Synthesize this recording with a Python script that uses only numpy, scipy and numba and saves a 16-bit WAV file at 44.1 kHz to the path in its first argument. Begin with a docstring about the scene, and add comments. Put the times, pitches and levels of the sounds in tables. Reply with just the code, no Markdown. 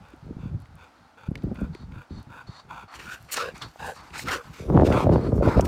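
"""A dog trots up over loose sand, panting: about five strokes of breath a second, out and in by turns.
Each breath is noise ringing through mouth or throat resonances, and the breaths out grow louder.
Gusts buffet the microphone as flickering bands of low noise and short puffs, hardest near the end.
Paws throw sand, made of dense random grains, late in the run; grit and gear tick and knock.
Far trees sough faintly as smooth coloured noise, with bright specks of blown grit."""
import sys
import numpy as np
from scipy import signal
from scipy.fft import rfft, irfft
from scipy.io import wavfile
from scipy.ndimage import uniform_filter1d
from numba import njit

SR = 44100
rng = np.random.default_rng(int(sys.argv[2]) if len(sys.argv) > 2 else 0)


def inscribe(sig):
    """Save sig as 16-bit PCM at rate SR to the path in sys.argv[1].

    A 1-D sig is mono; a 2-D sig holds one channel per row.
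    Samples are clipped to [-1, 1] before scaling.
    """
    pcm = np.round(np.clip(np.atleast_2d(sig).T, -1, 1) * 32767)
    wavfile.write(sys.argv[1], SR, pcm.astype(np.int16))


def boost(x):
    """Linear amplitude factor 10**(x/20) for a level x in decibels (scalar or array-like)."""
    u = np.asarray(x, float) / 20
    return 10 ** u


N = 250047  # length in samples
T = np.arange(N) / SR  # time in seconds

# breaths out: start_s, length_s, level_db, swell_db (change from start to end)
BREATHS_OUT = [(0.0, .16, -58.5, 6), (.38, .15, -60, -7), (.765, .14, -56, -1), (1.16, 0.14, -52, 1),
               (1.535, 0.16, -50.5, -1), (1.9, 0.16, -49.5, 11), (2.285, 0.16, -46.5, 5.5),
               (2.68, 0.18, -44, -2), (3.05, 0.13, -39, 7.5), (3.36, 0.17, -38, -16.5),
               (3.78, .16, -39, 0.5), (4.255, 0.19, -36, -21.5), (4.9, .17, -34.5, -17),
               (5.41, 0.27, -37, -10.5)]
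# chest, first and second mouth resonance at rest: pitch_hz, width_hz, level_db
CHEST_AND_MOUTH = [(500, 90, -6), (930, 190, 2), (1450, 170, 2)]
# upper mouth resonances at rest: pitch_hz, width_hz, level_db
MOUTH_TOP = [(2500, 340, -10), (3560, 290, -17), (4620, 340, -23), (6500, 1500, -31)]
# mouth shape as the dog nears and turns its head: time_s, first_hz (900 = at rest),
# second_hz (1450 = at rest), chest_db, first_db, upper_db
MOUTH_SHAPE = [(0.0, 960, 1450, 9, -5, 3), (.45, 955, 1440, 3, 0.5, 6.5), (1.2, 885, 1415, 5, -2, 3.5),
               (1.65, 960, 1430, 6, -8, 0), (2.4, 930, 1470, -3, -2, -1.5),
               (2.76, 894, 1400, -8.5, 5.5, 2.5), (3.05, 900, 1430, -12, -28, 0.5),
               (3.17, 925, 1480, -34, -20, -1), (3.37, 1190, 1290, 5.5, 6.5, -6),
               (3.47, 1050, 1620, 18.5, -7, 4), (3.8, 840, 1570, -1.5, 2, 3),
               (3.92, 800, 1620, 15.5, 1.5, -5), (4.27, 890, 1390, -7, -14, -21),
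               (4.38, 1070, 1410, 12, -5, -6), (4.92, 950, 1430, -2, -7, -1.5), (5.02, 940, 1260, 7, 10, 8),
               (5.44, 920, 1414, 14, 2, -10), (5.6, 885, 1310, 11, 4, -11)]
# gusts on the microphone: start_s, length_s, level_db, swell_db, tilt_db_per_octave (before offset and cap)
GUSTS = [(-.03, 0.098, -38, -26, -15), (.07, 0.17, -55, 15, -15), (.225, .12, -34, 25, -2),
         (.36, 0.15, -32.5, 7, -4), (.49, 0.11, -29, -4, -5.5), (.58, 0.095, -39.5, -10, -15),
         (.69, 0.17, -45.5, -8.5, -12), (.985, 0.11, -53, -17.5, -7), (1.2, 0.11, -52, 15, -14),
         (1.27, 0.18, -35, -14, -0.5), (1.42, 0.13, -25, 9, -1.5), (1.545, 0.15, -31.5, 8, -2),
         (1.66, 0.11, -35.5, -17, -11), (1.76, 0.21, -40.5, 5, -6), (1.955, 0.081, -38, -28, -8.5),
         (2.095, .13, -33.5, 5, -6.5), (2.26, 0.23, -54, -23, -2), (2.47, 0.058, -36.5, -10, -5),
         (2.635, 0.23, -51, -20, -3), (2.8, 0.096, -52, -24, 39), (2.94, 0.16, -45.5, 7, 19),
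         (3.12, 0.029, -42, 13, -2), (3.19, .08, -38, 5, -15), (3.33, 0.19, -50, 20, 2),
         (3.5, .23, -45, -2.5, 1), (3.78, 0.14, -44, 1, 6), (3.95, 0.16, -50.5, -4, 0),
         (4.09, 0.14, -49.5, -1, 0), (4.21, 0.22, -38.5, -20, 0), (4.44, 0.11, -39, 1, -5),
         (4.575, 0.16, -32.5, 11, 0), (4.67, 0.18, -18, 22, 5), (4.85, 0.25, -23.5, -3.5, 7),
         (5.05, 0.22, -20.5, -12.5, 3.5), (5.24, 0.22, -24, 25, 1.5), (5.455, 0.057, -15, 8, 4),
         (5.55, 0.073, -14, -7, 1.5), (5.61, 0.12, -23, 0, 3), (4.67, 1.02, -32, 15, 1.5)]
# spectrum of a gust: pitch_hz, density_db (per Hz)
GUST_SPECTRUM = [(12, -46), (20, -40), (54, -2), (166, -1.5), (376, -5), (538, -8), (1190, -27),
                 (1350, -29), (1850, -61), (3000, -69), (3900, -67), (6600, -120)]
# spectrum of the far trees: pitch_hz, density_db (per Hz)
TREE_SPECTRUM = [(150, -15), (250, 4.5), (392, -5), (720, 1), (842, 4.5), (1040, -2.5), (1420, 0),
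                 (1740, -7.5), (3040, -14.5), (4690, -16.5), (5210, -18.5), (15800, -36.5)]
# dry ticks of grit and gear: start_s, peak_db, pitch_hz, t60_s (time to fall 60 dB)
TICKS = [(0.1354, -55.5, 2870, 0.017), (0.657, -47.5, 1980, 0.014), (0.7188, -64, 1810, 0.025),
         (1.355, -27.5, 2040, 0.017), (1.377, -45, 3560, 0.022), (1.3874, -49, 1940, 0.025),
         (1.422, -47, 2450, 0.022), (1.5576, -42, 2090, 0.025), (1.7496, -32, 2090, 0.014),
         (1.922, -43, 2210, 0.022), (2.9405, -33, 1930, 0.025), (3.342, -17.5, 7060, 0.036),
         (3.3705, -19, 3560, 0.022), (3.5794, -38, 6750, 0.025), (3.6202, -27, 3230, 0.071),
         (3.759, -60, 2080, 0.013), (4.105, -42, 2310, 0.028), (4.1937, -23.5, 1800, 0.023),
         (4.2844, -18.5, 1850, 0.098), (4.81, -33, 1820, 0.021), (4.924, -21.5, 2150, 0.089),
         (5.359, -53, 1800, 0.019), (5.6091, -22, 5900, 0.022), (5.653, -32, 1860, 0.042)]
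# soft knocks of paws and gear: start_s, level_db, pitch_hz, cycles
KNOCKS = [(0.136, -38.5, 299, 2.9), (1.75, -35, 357, 3), (3.377, -16, 1200, 1.4), (3.382, -17.5, 1310, 1.5),
          (3.759, -37.5, 704, 1.9)]
# single puffs of wind: start_s, level_db, pitch_hz, cycles
PUFFS = [(0.226, -37.5, 132, 1.6), (0.28, -36, 145, 0.78), (0.308, -25, 230, 1.4), (0.367, -26, 137, 0.8),
         (0.401, -37, 153, 2.5), (0.456, -24.5, 182, 1.9), (0.688, -44, 103, 1.3), (1.286, -18.5, 144, 1.3),
         (1.315, -18.5, 171, 0.83), (1.438, -21.5, 186, 3.2), (1.584, -30, 187, 1.5),
         (1.627, -21.5, 205, 2.1), (1.812, -41, 164, 1.2), (1.853, -43, 102, 2.1), (1.914, -36.5, 116, 1.5),
         (1.961, -31.5, 102, 0.61), (2.107, -32, 253, 1.6), (2.177, -30, 133, 0.7), (2.268, -41.5, 132, 2),
         (2.487, -42, 103, 2.1), (1.467, -26, 296, 2.5), (1.489, -42, 345, 0.96), (1.515, -25, 318, 0.91),
         (4.637, -36, 410, 1.6), (4.69, -22, 298, 1.3), (4.701, -10.5, 418, 0.78), (4.729, -21, 301, 1.3),
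         (4.756, -9, 274, 2.5), (4.775, -7, 870, 1.6), (4.798, -4.5, 467, 0.89), (4.832, -12, 287, 3.2),
         (4.849, -10, 353, 1.5), (4.887, -16, 620, 2.5), (4.902, -12.5, 302, 2.2), (4.974, -15, 555, 1.6),
         (5.004, -17, 509, 1.7), (5.069, -11.5, 574, 3.1), (5.092, -10.5, 543, 2.6), (5.143, -27, 398, 1.6),
         (5.159, -6, 390, 0.73), (5.18, -18, 345, 0.81), (5.264, -19.5, 301, 1.8), (5.289, -18.5, 296, 2),
         (5.326, -17, 490, 4), (5.365, -18, 339, 1.5), (5.409, -17, 556, 4.4), (5.424, -11, 446, 1.7),
         (5.453, -13, 298, 2), (5.474, -13, 575, 3.4), (5.575, -15, 568, 4.2), (5.595, -5.5, 567, 2.15)]
# breaths in, and one short hiss near 3.6 s, probably a paw scuff:
# start_s, length_s, level_db, swell_db, low_resonances_db
BREATHS_IN_AND_HISS = [(.2, .12, -76, -8, -23), (.58, .11, -72, 1, 0), (.945, 0.18, -76, 0, 0),
                       (1.36, 0.12, -71, 1, 0), (1.72, .15, -64, -8, -2.5), (2.09, 0.14, -60.5, 8, -4.5),
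                       (2.46, 0.17, -57, 4, -4), (2.87, 0.12, -60, 7, 5.5), (3.535, 0.098, -63.5, -21, 1.5),
                       (3.605, .14, -56.5, -32.5, -3.5), (3.95, 0.35, -69, -23.5, 5),
                       (4.43, 0.15, -69.5, -18, 5.5), (5.11, 0.2, -58, 0, 5.5)]
# low throat resonances, breathing in: pitch_hz, width_hz, level_db
THROAT_LOW = [(1050, 576, 5), (2090, 150, -15)]
# high throat resonances, breathing in: pitch_hz, width_hz, level_db
THROAT_TOP = [(3880, 400, -4), (5860, 230, -15.5), (6600, 1600, -19.5)]
# scuffs of paws in the sand: start_s, length_s, level_db, swell_db, tilt_db_per_octave
SCUFFS = [(2.9, 0.082, -52.5, 29, -2), (2.98, 0.12, -57.5, -24, -4.5), (3.07, 0.1, -49, 15, -2),
          (3.27, 0.061, -61, 12, -12), (3.305, 0.042, -27.5, 8, 5.5), (3.325, 0.043, -34.5, -5, -2.5),
          (3.35, 0.16, -44, -40.5, -2.5), (3.54, 0.09, -56.5, -17, -2.5), (3.605, 0.064, -59, -35, -6),
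          (3.79, 0.16, -54, 4, 2), (3.94, 0.084, -65, -21, 1), (4.12, 0.077, -43, 7, -5),
          (4.165, .09, -39.5, -2, 2), (4.24, 0.085, -43.5, 4, -4), (4.295, .1, -34, -14, -3.5),
          (4.52, 0.076, -54.5, 0, -4.5), (4.575, 0.09, -55, -15, -4), (4.83, 0.11, -45.5, -8, -2),
          (4.915, .15, -47, -8, -1.5), (5.11, .05, -50.5, -3, -4), (5.345, 0.026, -47, -12, 7),
          (5.41, .21, -49, -3.5, -7), (5.635, 0.044, -41, -6, 5)]
# sand running back between the scuffs: start_s, length_s, level_db, swell_db, tilt_db_per_octave
TRICKLE = (3, 2.9, -60.5, -0.5, 0.5)
# spectrum of thrown sand: pitch_hz, density_db (per Hz)
GRIT_SPECTRUM = [(250, -2.5), (600, -6), (1200, -2), (2000, 0.5), (3000, -4), (5000, -4.5), (8000, -8.5),
                 (10000, -14), (16000, -15)]


@njit
def svf(x, hz, width):
    """State-variable band-pass with a moving centre, gain 1 at the centre."""
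    y, band, low = np.empty(len(x)), 0., 0.
    for i in range(len(x)):
        g, k = np.tan(np.pi * hz[i] / SR), width / hz[i]
        v = (band + g * (x[i] - low)) / (1 + g * (g + k))
        band, low, y[i] = 2 * v - band, low + 2 * g * v, k * v
    return y


def unit(x):
    """Scale to an rms (average strength) of 1."""
    return x / np.sqrt(np.mean(x ** 2))


def walk(rate):
    """Random wandering: levels held 1 / rate seconds, smoothed twice, scaled to rms 1."""
    hold = int(SR / rate)
    steps = np.repeat(rng.standard_normal(N // hold + 1), hold)
    return unit(uniform_filter1d(uniform_filter1d(steps, hold), hold)[:N])


def colour(x, points):
    """Filter a signal along a curve of (Hz, dB) points, then scale it to rms 1."""
    hz, db = np.transpose(points)
    f = np.fft.rfftfreq(len(x), 1 / SR) + 1
    curve_db = np.interp(np.log(f), np.log(hz), db, -90, db[-1])
    return unit(irfft(rfft(x) * boost(curve_db), len(x)))


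def ring(x, modes, stretch=1.):
    """Steep resonances side by side, every other one flipped; stretch moves their pitches."""
    out = 0
    for k, (hz, width, db) in enumerate(modes):
        centre = np.full(N, hz * 1.) * stretch
        # two passes, each 1.5 times as wide, narrow to about the given width
        tone = unit(svf(svf(x, centre, 1.5 * width), centre, 1.5 * width))
        # a wider resonance lets more noise through
        out = out + (-1) ** k * boost(db) * tone * np.sqrt(width / 300)
    return out


def sprinkle(rate, spread_db):
    """Random impulses, about rate a second, a few much larger than the rest."""
    hit = rng.random(N) < rate / SR
    size = rng.exponential(size=N)
    sign = rng.standard_normal(N)
    return hit * sign * boost(spread_db * size)


def strokes(rows, attack_s, release_s, arch_db):
    """Each row fades in, swells, arches and dies away; returns the gain and the blended last column."""
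    gain, column = np.full(N, 1e-9), np.zeros(N)
    for s, length, db, swell_db, *rest in rows:
        along = np.clip((T - s) / length - .5, -.5, .5)  # from -.5 at the start to .5 at the end
        fade_in = np.clip((T - s) / attack_s, 0, 1) ** 2
        # falls 15 dB in every release time
        tail_db = -15 * np.maximum(T - s - length + release_s, 0) / release_s
        one = fade_in * boost(db + swell_db * along - 4 * arch_db * along ** 2 + tail_db)
        gain, column = gain + one, column + one * sum(rest)
    return gain, column / gain


def breath_out():
    """Turbulent air and the irregular slaps of wet tissue ring the open mouth."""
    gain, _ = strokes(BREATHS_OUT, attack_s=0.018, release_s=0.031, arch_db=5.5)
    s, *shape = np.transpose(MOUTH_SHAPE)
    first_hz, second_hz, chest_db, first_db, upper_db = (np.interp(T, s, c) for c in shape)
    slaps = unit(sprinkle(250, 1.5))
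    air = rng.standard_normal(N) * boost(2.5 * walk(200)) + .7 * slaps
    first_stretch, second_stretch = first_hz / 900, second_hz / 1450
    chest = boost(chest_db) * ring(air, CHEST_AND_MOUTH[:1])
    first = boost(first_db) * ring(air, CHEST_AND_MOUTH[1:2], first_stretch)
    second = ring(air, CHEST_AND_MOUTH[2:], second_stretch)
    # the upper resonances move less than the second
    upper = boost(upper_db) * ring(air, MOUTH_TOP, second_stretch ** 0.74)
    hiss = boost(-26.5) * ring(air, [(10900, 14400, -14.5)])
    return gain * (chest - first + second - upper - hiss) * boost(-1.5)


def wind():
    """Eddies burst on the microphone; half-octave bands flicker alone, and harder gusts may reach higher."""
    gain, tilt_db = strokes(GUSTS, attack_s=0.018, release_s=0.027, arch_db=3)
    gain = gain + boost(-63)  # light air in the lulls
    # a light air cannot be bright
    tilt_db = np.minimum(tilt_db, (20 * np.log10(gain) + 45) / 3)
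    hz, gust_db = np.transpose(GUST_SPECTRUM)
    rush = rng.standard_normal(N) * boost(3.5 * walk(35))
    eddies = unit(sprinkle(200, 1.6)) + .6 * rush
    out = 0
    for k, centre in enumerate(28 * 2 ** np.arange(0, 6.6, .5)):
        band = (-1) ** k * ring(eddies, [(centre, centre / 2.5, 0)])
        octaves_up = max(np.log2(centre / 125), 0)
        band_db = np.interp(np.log(centre), np.log(hz), gust_db)
        out = out + band * boost(band_db + (tilt_db - 5.0) * octaves_up + 2.13 * walk(14))
    return unit(out) * gain * boost(-3.0)


def trees():
    """Distant sough: nearly smooth noise whose level wanders a little."""
    air = rng.standard_normal(N) * boost(.8 * walk(5))
    return colour(air, TREE_SPECTRUM) * boost(-58.5)


def specks():
    """Faint bright specks of blown grit: random hits smeared into tiny bursts of high noise."""
    hits = signal.lfilter([1], [1, -.9], sprinkle(13, 2.1)) * rng.standard_normal(N)
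    return boost(-53.5) * svf(hits, np.full(N, 10000.), 9000.)


def ticks():
    """A sharp snap with a short crackle after it, coloured around each tick's pitch."""
    out, t = np.zeros(N + SR), np.arange(SR // 10) / SR
    for (s, db, hz, t60), noise in zip(TICKS, rng.standard_normal((len(TICKS), len(t)))):
        push = (noise + 6 * (t == 0)) * np.exp(-np.log(1000) * t / max(t60, .003))
        centre = np.full(len(t), hz * 1.)
        snap = svf(svf(push, centre, 0.23 * hz), centre, 2.0 * hz)
        body = boost(-7) * svf(push, 0.42 * centre, 0.27 * hz)
        crack = snap + body
        out[int(s * SR):][:len(t)] += boost(db) * crack / np.abs(crack).max()
    return out[:N]


def knocks_and_puffs():
    """Each knock or puff is a short swing of a few cycles that rises fast and dies."""
    out, rows = np.zeros(N + SR), KNOCKS + PUFFS
    for (s, db, hz, cycles), turn in zip(rows, rng.random(len(rows))):
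        t = np.arange(SR // 8) / SR * hz / max(cycles, .3)  # time counted in swing lengths
        shape = (t / 0.32 * np.exp(1 - t / 0.36)) ** 2
        out[int(s * SR):][:len(t)] += boost(db) * shape * np.cos(2 * np.pi * (t * cycles + turn))
    return out[:N]


def breath_in_and_hiss():
    """Air drawn past tongue and teeth, thin with a breathy whistle; one likely paw scuff is made the same way."""
    gain, low_db = strokes(BREATHS_IN_AND_HISS, attack_s=0.014, release_s=0.028, arch_db=0.5)
    whistle_hz = 4360 * (1 + .02 * walk(8))
    air = rng.standard_normal(N) * boost(1.64 * walk(120))
    whistle = unit(svf(svf(air, whistle_hz, 450.), whistle_hz, 450.))
    throat = ring(air, THROAT_TOP) + boost(low_db) * ring(air, THROAT_LOW)
    return gain * (whistle + throat)


def sand():
    """Dense grains over hiss, in bands that swell and thin alone; each scuff's tilt dulls or brightens it."""
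    gain, tilt_db = strokes(SCUFFS + [TRICKLE], attack_s=0.02, release_s=0.025, arch_db=5.5)
    grains = unit(sprinkle(4000, 1.45)) + 1.13 * rng.standard_normal(N)
    spray = colour(grains * boost(2.0 * walk(90)), GRIT_SPECTRUM)
    # a close echo off ground and legs cuts notches that slide as the dog moves
    delay_s = .0007 * (1 + .15 * walk(8))
    spray = spray + .3 * np.interp(T - delay_s, T, spray)
    out = 0
    for k, centre in enumerate(280 * 2 ** np.arange(0, 5.9, 1 / 3)):
        hz = np.full(N, centre)
        band = svf(svf(spray, hz, centre / 3), hz, centre / 3)
        octaves = np.log2(max(centre, 1400) / 6000)  # the tilt levels off below 1400 Hz
        out = out + (-1) ** k * band * boost(tilt_db * octaves + 2.05 * walk(18))
    return out * gain


def scene():
    """Everything reaches one microphone in the open."""
    air = breath_out() + wind() + trees() + specks()
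    return (air + ticks() + knocks_and_puffs() + breath_in_and_hiss() + sand())[None]


def band_limit(x):
    """A steep low-pass at the top of the band."""
    return signal.sosfilt(signal.butter(12, 16090, fs=SR, output="sos"), x)


def record(dry):
    """The phone softly rounds the loudest puffs."""
    mix = np.tanh(1.266 * dry) / 1.193
    return band_limit(mix)


dry = scene()
out = record(dry)
inscribe(out)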